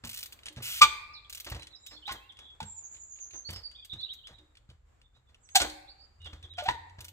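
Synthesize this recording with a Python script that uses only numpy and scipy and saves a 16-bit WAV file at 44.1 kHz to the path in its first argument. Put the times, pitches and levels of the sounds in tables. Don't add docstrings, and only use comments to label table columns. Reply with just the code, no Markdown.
import sys
import numpy as np
from scipy import signal
from scipy.fft import rfft, irfft, next_fast_len
from scipy.io import wavfile

SR = 44100
rng = np.random.default_rng(int(sys.argv[2]) if len(sys.argv) > 2 else 0)


def wav_out(sig):
    wavfile.write(sys.argv[1], SR, np.round(np.clip(np.atleast_2d(sig).T, -1, 1) * 32767).astype(np.int16))


N = 313992
T = np.arange(N) / SR
SIDES = np.array([[1], [-1]])


def from_db(db):
    return 10 ** (np.asarray(db) / 20)


def at_hz(curve, hz):
    curve_hz, values = np.transpose(curve)
    return np.interp(np.log(hz), np.log(curve_hz), values)


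def filtered(x, order, hz, kind):
    return signal.sosfilt(signal.butter(order, hz, kind, fs=SR, output="sos"), x)


def noise(eq):
    hz = np.maximum(np.arange(4097) * SR / 8192, 10)
    cepstrum = irfft(at_hz(eq, hz) * np.log(10) / 20)
    cepstrum[1:4096] *= 2
    cepstrum[4097:] = 0
    kernel = irfft(np.exp(rfft(cepstrum)))
    return signal.fftconvolve(rng.standard_normal(N), kernel / np.sqrt(np.sum(kernel ** 2)))[:N]


def drift(per_s):
    knots = np.arange(0, T[-1] + 1, 1 / per_s)
    return np.interp(T, knots, rng.standard_normal(N // 20)[:len(knots)])


def decays(times, levels_db, t60, attack_s):
    out, t = np.zeros(N + SR), T[:int(1.5 * t60 * SR)]
    for s, level_db in zip(times, levels_db):
        out[round(s * SR):][:len(t)] += (1 - np.exp(-t / attack_s)) * from_db(level_db - 60 * t / t60)
    return out[:N]


def struck(modes, times, levels_db, tunings, attack_s):
    out, spread_db = np.zeros(N), rng.normal(0, 3.4, (len(times), len(modes)))
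    for s, level_db, tuning, extras_db in zip(times, levels_db, tunings, spread_db):
        i = round(s * SR)
        t = T[:min(N - i, SR // 2)]
        for (pitch, mode_db, t60), extra_db in zip(modes, extras_db):
            envelope = from_db(level_db + mode_db + extra_db - 60 * t / t60) * (1 - np.exp(-t / attack_s))
            out[i:i + len(t)] += envelope * np.sin(2 * np.pi * pitch * tuning * t)
    return out


# t/s, rumble level/dB, rustle level/dB
BED_FADERS = [(0.0, -62, -68), (0.46, -65, -65.5), (0.77, -60, -68.5), (1.76, -66, -69.5), (5.23, -64, -75),
              (6.84, -61, -69), (7.12, -65.5, -73)]
# f/Hz, level/dB
TRAFFIC_EQ = [(12, -44.5), (20, -2.5), (70, -3), (103, -12), (134, -16), (167, -31), (250, -29.5),
              (320, -58), (550, -120)]
# f/Hz, level/dB
LEAF_EQ = [(88, -10.5), (150, -11), (475, -8), (566, -10), (649, -10.5), (1310, -10.5), (6020, -28.5),
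           (7470, -17.5), (9080, -37), (16000, -38.5)]
def traffic_and_leaves():
    s, rumble_db, rustle_db = np.transpose(BED_FADERS)
    rumble = noise(TRAFFIC_EQ) + 0.17 * noise(TRAFFIC_EQ) * SIDES
    rumble *= from_db(np.interp(T, s, rumble_db) + 0.97 * drift(16))
    rustle = np.array([noise(LEAF_EQ), noise(LEAF_EQ)])
    rustle *= from_db(np.interp(T, s, rustle_db) + 2.5 * drift(18))
    return rumble + rustle


# t/s, thump level/dB, thump f/Hz, scuff level/dB
TYRE_HITS = [(.037, -38.5, 122.8, -40), (0.458, -58, 80, -46.5), (0.568, -39.5, 124.4, -39.5),
             (.827, -38, 71.8, -32.5), (1.464, -49, 77, -34.5), (1.516, -31, 80.8, -39),
             (1.551, -38, 77.1, -39.5), (1.909, -56, 64.5, -44), (2.109, -44, 63, -33.5),
             (2.387, -58.5, 62.6, -48), (2.618, -40.5, 108.5, -44.5), (2.95, -67.5, 80, -61.5),
             (3.17, -67.5, 80, -57), (3.331, -56, 74.7, -45.5), (3.489, -37.5, 108.7, -36.5),
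             (3.559, -43.5, 69.4, -42), (3.93, -42.5, 109.8, -44.5), (4.279, -76, 100, -44),
             (4.308, -50, 93, -64.5), (4.391, -64, 90, -61), (4.69, -47.5, 87.3, -56),
             (5.149, -70, 73.2, -61), (5.288, -73, 76, -57), (5.609, -39, 73.7, -21.5),
             (6.256, -46.5, 84.6, -43), (6.33, -42, 82.3, -48), (6.438, -49.5, 92, -51),
             (6.682, -37, 91.6, -28), (6.984, -46, 82.8, -46.5)]
# multiple of the thump pitch, level/dB, t60/s
LOG_MODES = [(.62, -4.5, 0.092), (.8, -5.5, 0.35), (1.0, -3.5, 0.22), (1.35, -1.5, .12), (1.9, -10, 0.16),
             (2.7, -15, 0.066)]
# f/Hz, level/dB
SCUFF_EQ = [(120, -30), (200, -15), (579, -10), (777, -11.5), (3900, -9.5), (7830, -24), (11100, -29),
            (14900, -42), (16000, -28)]
def tyres():
    s, thump_db, thump_hz, scuff_db = np.transpose(TYRE_HITS)
    thumps = struck(LOG_MODES, s, thump_db, thump_hz, attack_s=0.0029)
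    rub = noise(SCUFF_EQ) * from_db(3.8 * np.clip(drift(120), -2, 2))
    low = filtered(rub, 2, 1800, "low")
    body = low * decays(s, scuff_db, t60=0.19, attack_s=0.016)
    edge = (rub - low) * decays(s, scuff_db - 8, t60=0.19, attack_s=0.0012)
    return thumps + body + edge


# f/Hz, level/dB
HUB_EQ = [(290, -60), (500, -35.5), (729, -19), (843, -31.5), (1090, -25), (1380, -9), (1690, -11),
          (2890, 4), (3980, -3), (7530, -6), (10800, -4), (14900, -9), (16000, -10.5)]
def hub_noise():
    return noise(HUB_EQ)


def ticks(hiss, hits, top_db, body_db, t60):
    s, level_db = np.transpose(hits)
    usual_db, body_follows = -37, 0.74
    body_level_db = usual_db + body_follows * (level_db - usual_db) + body_db
    body = filtered(hiss, 4, 4000, "low") * decays(s, body_level_db, t60, attack_s=0.000093)
    middle = filtered(hiss, 4, [4000, 10200], "band") * decays(s, level_db, t60, attack_s=0.00045)
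    top = filtered(hiss, 6, 10200, "high") * decays(s, level_db + top_db, t60, attack_s=0.00099)
    return body + middle + top


# t/s, level/dB
PAWL_DROPS = [(0.049, -35), (.072, -37), (0.0925, -32.5), (.1117, -37), (0.13, -37), (.1417, -33),
              (0.162, -38), (.173, -32.5), (0.1884, -34), (.2072, -38), (.2289, -30.5), (0.258, -36.5),
              (0.3236, -39.5), (0.5253, -54), (1.297, -37.5), (1.3264, -35), (1.3481, -34), (1.3736, -37),
              (1.4, -33), (1.4456, -39), (1.499, -37), (1.8641, -38.5), (2.0687, -50), (2.1204, -34.5),
              (3.5034, -36.5), (3.529, -40.5), (3.848, -43), (4.134, -45), (6.6363, -43.5), (7.006, -38.5),
              (7.045, -38), (7.0824, -41.5)]
def freewheel_ticks(hiss):
    second_drops = [(s + 0.0048, level_db - 5) for s, level_db in PAWL_DROPS]
    return ticks(hiss, PAWL_DROPS + second_drops, top_db=1, body_db=-3.5, t60=0.028)


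# t/s, level/dB
LOAD_TICKS = [(.39, -53.5), (.433, -50), (.457, -36), (.465, -40), (.484, -37.5), (.562, -49.5),
              (1.488, -45.5), (1.5472, -43), (1.5953, -45), (1.6216, -42.5), (1.63, -44.5), (1.6697, -43),
              (2.3216, -57), (2.37, -56), (2.39, -47), (2.5034, -66), (2.603, -43), (2.628, -40.5),
              (2.7879, -67), (2.9464, -53.5), (2.9672, -54.5), (3.1592, -59.5), (3.1877, -56),
              (3.3079, -50.5), (3.5606, -42), (3.714, -51.5), (3.9345, -46), (4.0103, -53), (4.2708, -42.5),
              (4.385, -62), (4.553, -59), (4.5705, -54), (4.7, -56.5), (5.015, -60.5), (5.3448, -57),
              (5.4889, -51.5), (5.6167, -18), (5.698, -36), (6.2167, -59), (6.2454, -51.5), (6.4274, -52.5),
              (6.536, -58.5), (6.572, -50), (6.8962, -58.5)]
def chain_and_frame(hiss):
    return ticks(hiss, LOAD_TICKS, top_db=-22.5, body_db=1.5, t60=0.035)


# t/s, level/dB
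BEAM_HITS = [(.49, -70.5), (1.462, -70.5), (1.512, -70), (1.911, -77), (2.11, -75), (3.331, -77),
             (3.93, -77.5), (4.385, -78), (5.607, -53), (6.258, -76.5), (6.33, -77), (6.439, -76.5),
             (6.683, -75.5), (6.982, -74)]
# f/Hz, level/dB, t60/s
BEAM_MODES = [(259, -2, 0.08), (306.4, 13, 0.55), (365, 9, 0.24), (456, 0, 0.097), (564, 0, 0.84)]
def hollow_beam():
    s, level_db = np.transpose(BEAM_HITS)
    return struck(BEAM_MODES, s, level_db, np.ones(len(s)), attack_s=0.003) * from_db(4.5 * drift(55))


# t/s, tick rate/Hz, level/dB
PEDAL_KICK = [(.618, 190, -73.5), (.624, 270, -39), (0.691, 320, -36.5), (.80, 360, -38), (0.818, 450, -80)]
def freewheel_whirr(hiss):
    s, tick_hz, level_db = np.transpose(PEDAL_KICK)
    teeth_passed = np.cumsum(np.interp(T, s, tick_hz) * (1 + 0.3 * drift(90))) / SR
    grain = 0.5 + from_db(-14 * (teeth_passed % 1))
    grain /= np.sqrt(np.mean(grain ** 2))
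    return hiss * grain * from_db(np.interp(T, s, level_db, -200, -200))


# t/s, bite/s, hold/s, level/dB, first f/Hz, last f/Hz, overtone tilt/dB,
# rasp against the tone/dB, treble against the rasp/dB
BRAKE_GRABS = [(.81, 0.0083, .024, -5.5, 1197, 1179, -4.5, -9, -3),
               (2.073, 0.0076, 0.026, -36.5, 822, 832, -20, 1, -19),
               (2.085, .009, 0.026, -34.5, 1059, 1074, -16, -11, -15),
               (2.602, 0.0023, 0.0072, -31.5, 882, 890, -25, -5, -8),
               (5.548, 0.0099, 0.014, -14, 809, 699, -9.5, -5.5, 8),
               (5.598, .004, 0.013, -31, 688, 750, -5, 4, -2),
               (6.576, 0.0087, 0.027, -30.5, 726, 695, -15, -3.5, -13.5),
               (6.62, 0.0037, 0.026, -35.5, 595, 613, -22, -15, -9),
               (6.642, 0.021, 0.013, -28.5, 747, 815, -15, -7.5, -14),
               (6.680, 0.0091, 0.0026, -15, 933.5, 992, -5.5, -10.5, -13),
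               (6.707, .002, 0.0094, -34, 947, 940, -7, -8, -5)]
# f/Hz, level/dB
PAD_EQ = [(200, -39.5), (500, -33.5), (900, -10.5), (1500, -16), (2600, -3), (3600, -4), (5400, -10),
          (7900, -11), (10500, -19), (14500, -24.5), (16000, -33.5)]
# f/Hz, level/dB, t60/s
RIM_MODES = [(880, -33.5, 0.15), (1472, -26.5, 0.1), (3290, -28, 0.098)]
def brakes():
    sag_db, release_t60, pitch_wobble = -9.5, 0.045, 0.022
    honk, rasp_gain, treble_gain = np.zeros((3, N))
    t, harmonic = T[:int(0.25 * SR)], np.arange(1, 6)[:, None]
    knots = np.linspace(0, t[-1], 80)
    for s, bite, hold, level_db, first_hz, last_hz, tilt_db, rasp_db, treble_db in BRAKE_GRABS:
        span = slice(round(s * SR), round(s * SR) + len(t))
        release_db = -60 * np.maximum(t - bite - hold, 0) / release_t60
        grip = from_db(level_db + np.interp(t, [0, bite, bite + hold], [-30, 0, sag_db]) + release_db)
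        jitter = np.array([np.interp(t, knots, row) for row in rng.standard_normal((11, 80))])
        slip_hz = np.interp(t, [0, bite, bite + hold + 0.007], [0.9 * first_hz, first_hz, last_hz])
        phase = 2 * np.pi * np.cumsum(slip_hz * (1 + pitch_wobble * jitter[10])) / SR
        flutter_db = jitter[:5] * np.where(harmonic > 1, 3.5, 1.2)
        gains = from_db(tilt_db * (harmonic - 1) ** 1.1 + flutter_db)
        smear = 0.39 * (harmonic - 1) * jitter[5:10]
        honk[span] += grip * np.sum(gains * np.sin(harmonic * phase + harmonic ** 2 + smear), axis=0)
        pulses = grip * from_db(rasp_db) * (1 + 0.5 * np.sin(phase))
        rasp_gain[span] += pulses
        treble_gain[span] += pulses * from_db(treble_db)
    hiss = noise(PAD_EQ)
    rasp = rasp_gain * filtered(hiss, 4, 4300, "low") + treble_gain * filtered(hiss, 4, 4300, "high")
    friction = rasp_gain * rng.standard_normal(N)
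    rim = sum(from_db(level_db - 7) * ring(friction, hz, t60) for hz, level_db, t60 in RIM_MODES)
    return honk + rasp + rim


def ring(x, hz, t60):
    r, w = from_db(-60 / (t60 * SR)), 2 * np.pi * hz / SR
    return signal.lfilter([0, np.sin(w)], [1, -2 * r * np.cos(w), r * r], x + 1e-18)


# t/s, length/s, first f/Hz, last f/Hz, level/dB
BIRD_NOTES = [(1.11, 0.0095, 4320, 4120, -61.5), (1.135, 0.032, 5780, 3880, -49),
              (1.161, .02, 5400, 3434, -49.5), (1.190, 0.0059, 4200, 3500, -53),
              (1.247, 0.0038, 3600, 3270, -48), (1.591, 0.054, 3800, 3990, -54),
              (1.705, 0.014, 3700, 4150, -56), (1.726, 0.028, 3620, 3924, -49),
              (1.753, 0.016, 5760, 4910, -50), (1.777, .016, 5620, 4950, -61),
              (1.789, 0.14, 6900, 7430, -62), (1.826, 0.03, 3780, 4000, -59),
              (1.862, 0.023, 3670, 3800, -53), (1.881, 0.088, 5260, 5210, -54.5),
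              (1.924, 0.064, 4000, 4430, -54.5), (1.965, 0.011, 3840, 3360, -48),
              (2.018, 0.027, 3620, 2910, -53), (2.052, 0.032, 3000, 3950, -41),
              (2.153, 0.025, 3500, 3185, -50), (2.19, 0.1, 2450, 2766, -59.5),
              (2.291, .016, 3900, 3204, -48.5), (2.339, .22, 3250, 3390, -58),
              (2.356, 0.16, 3660, 3700, -65), (3.446, 0.063, 4250, 4670, -41),
              (3.532, 0.072, 5200, 5100, -44.5), (3.631, 0.054, 4760, 4608, -39.5),
              (3.748, 0.021, 3000, 3604, -50.5), (3.765, .073, 2450, 2440, -65),
              (3.784, 0.017, 3100, 3600, -48.5), (3.819, 0.015, 3640, 3230, -50),
              (3.895, 0.015, 4000, 3420, -45), (3.917, 0.017, 3400, 3903, -38.5),
              (3.959, .031, 3760, 3760, -57), (3.986, 0.02, 3890, 4097, -42),
              (4.002, 0.026, 3250, 3680, -47.5), (4.018, 0.014, 4690, 4280, -48.5),
              (4.028, 0.019, 3400, 3940, -35.5), (4.055, .017, 4000, 2730, -55),
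              (4.084, 0.042, 2650, 3845, -42.5), (4.186, 0.01, 3370, 3100, -53.5),
              (4.234, 0.043, 2800, 3490, -50.5), (4.336, 0.018, 3600, 3850, -56),
              (4.38, 0.016, 3550, 3710, -57.5), (5.033, 0.039, 3600, 3505, -70.5),
              (5.137, 0.045, 3480, 3940, -70.5), (5.27, 0.02, 3600, 3550, -68.5),
              (5.4, 0.18, 7500, 7930, -67.5), (5.427, .044, 7300, 5750, -64),
              (5.496, 0.042, 6300, 6600, -56), (5.872, 0.059, 3264, 4750, -52),
              (5.982, 0.08, 4450, 4743, -54), (6.2, .1, 2900, 2816, -56), (6.203, 0.05, 3610, 3760, -58.5),
              (6.243, 0.046, 3850, 3250, -49.5), (6.431, 0.027, 3880, 3300, -50.5),
              (6.494, 0.032, 3750, 3850, -49.5), (6.536, 0.047, 3540, 3180, -55.5)]
def bird_notes():
    out, waver = np.zeros(N), 1 + 0.021 * drift(200)
    for s, length, first_hz, last_hz, level_db in BIRD_NOTES:
        i, n = round(s * SR), int(length * SR)
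        progress = np.arange(n) / n
        hz = (last_hz + (first_hz - last_hz) * (1 - progress) ** 2.5) * waver[i:i + n]
        envelope = from_db(level_db) * np.sin(np.pi * progress) ** 0.6
        out[i:i + n] += envelope * np.sin(2 * np.pi * np.cumsum(hz) / SR)
    return out


# t/s, centre f/Hz, sweep/Hz, level/dB
TRILL_CURVE = [(2.654, 7440, 202, -43.5), (2.73, 7410, 300, -49), (2.845, 6710, 900, -50),
               (2.949, 7060, 856, -50.5), (3.08, 6926, 917, -51), (3.25, 6540, 910, -48),
               (3.381, 6405, 450, -47), (3.485, 6320, 303, -65)]
def bird_trill():
    chirps_per_s, surges_per_s, slowing_per_s2 = 67, 13.96, 10.37
    surge_db, dip_share = 5.5, 0.183
    s, centre_hz, sweep_hz, level_db = np.transpose(TRILL_CURVE)
    progress = np.cumsum(chirps_per_s * (1 + 0.2 * drift(30))) / SR % 1
    since = T - 2.698
    surge = np.cos(2 * np.pi * (surges_per_s * since - slowing_per_s2 * since ** 2 / 2))
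    hz = np.interp(T, s, centre_hz) + np.interp(T, s, sweep_hz) * (0.5 - progress - dip_share * surge)
    swell = from_db(np.interp(T, s, level_db, -200, -200) + surge_db * surge)
    return swell * np.sin(np.pi * progress) ** 0.5 * np.sin(2 * np.pi * np.cumsum(hz) / SR)


# t/s, f/Hz, level/dB
ENGINE_HUM = [(6.19, 86.4, -84), (6.209, 83.3, -53), (6.6, 87.2, -52.5), (7.12, 91, -58.5)]
def far_engine():
    s, hz, level_db = np.transpose(ENGINE_HUM)
    phase = 2 * np.pi * np.cumsum(np.interp(T, s, hz) * (1 + 0.0314 * drift(31))) / SR
    return from_db(np.interp(T, s, level_db, -200) + 4.4 * np.clip(drift(15), -1, 1)) * np.sin(phase)


# f/Hz, t60/s before decay_scale
GARDEN_DECAY = [(100, 0.55), (900, 0.77), (1800, 0.74), (3000, 0.6), (8000, 0.49), (16000, 0.48)]
def garden(x, predelay_s, decay_scale):
    t, tail = T[:SR], 0
    white, edges = rng.standard_normal((2, len(t))), 40 * 2.0 ** np.arange(10)
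    for low, high in zip(edges, edges[1:]):
        mid, side = filtered(white, 2, [low, high], "band")
        band = mid + min(high / 1500, 1) * side * SIDES
        t60 = decay_scale * at_hz(GARDEN_DECAY, np.sqrt(low * high))
        tail = tail + band * from_db(-60 * t / t60)
    tail *= np.clip(t / predelay_s - 1, 0, 1)
    tail *= 1 + 5.8 * np.exp(-t / 0.01)
    tail /= np.sqrt(np.sum(tail ** 2) / 2)
    return signal.fftconvolve(x[None], tail, axes=1)[:, :N]


def panned(x, lag_s, left_db):
    size = next_fast_len(N)
    delay = np.exp(-2j * np.pi * np.fft.rfftfreq(size, 1 / SR) * lag_s)
    late = irfft(rfft(x, size) * delay, size)[:N]
    return np.array([x * from_db(left_db / 2), late * from_db(-left_db / 2)])


def scene():
    bed, hiss = traffic_and_leaves(), hub_noise()
    bike = tyres() + freewheel_ticks(hiss) + chain_and_frame(hiss)
    bike += hollow_beam() + freewheel_whirr(hiss) + brakes()
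    bird = (bird_notes() + bird_trill()) * from_db(2 * drift(90))
    direct = panned(bike, lag_s=0.0001371, left_db=-0.4) + panned(bird, lag_s=0.000093, left_db=-8)
    reverb = from_db(-5) * garden(bike, predelay_s=0.0029, decay_scale=0.92)
    reverb += from_db(3) * garden(bird, predelay_s=0.0036, decay_scale=0.93)
    return bed + direct + reverb + far_engine()


def record(dry):
    dry = filtered(dry, 2, 38, "high")
    rounded = dry / (1 + np.abs(dry / 0.88) ** 6) ** (1 / 6)
    return signal.sosfilt(signal.cheby2(14, 70, 16480, fs=SR, output="sos"), rounded)


dry = scene()
out = record(dry)
wav_out(out)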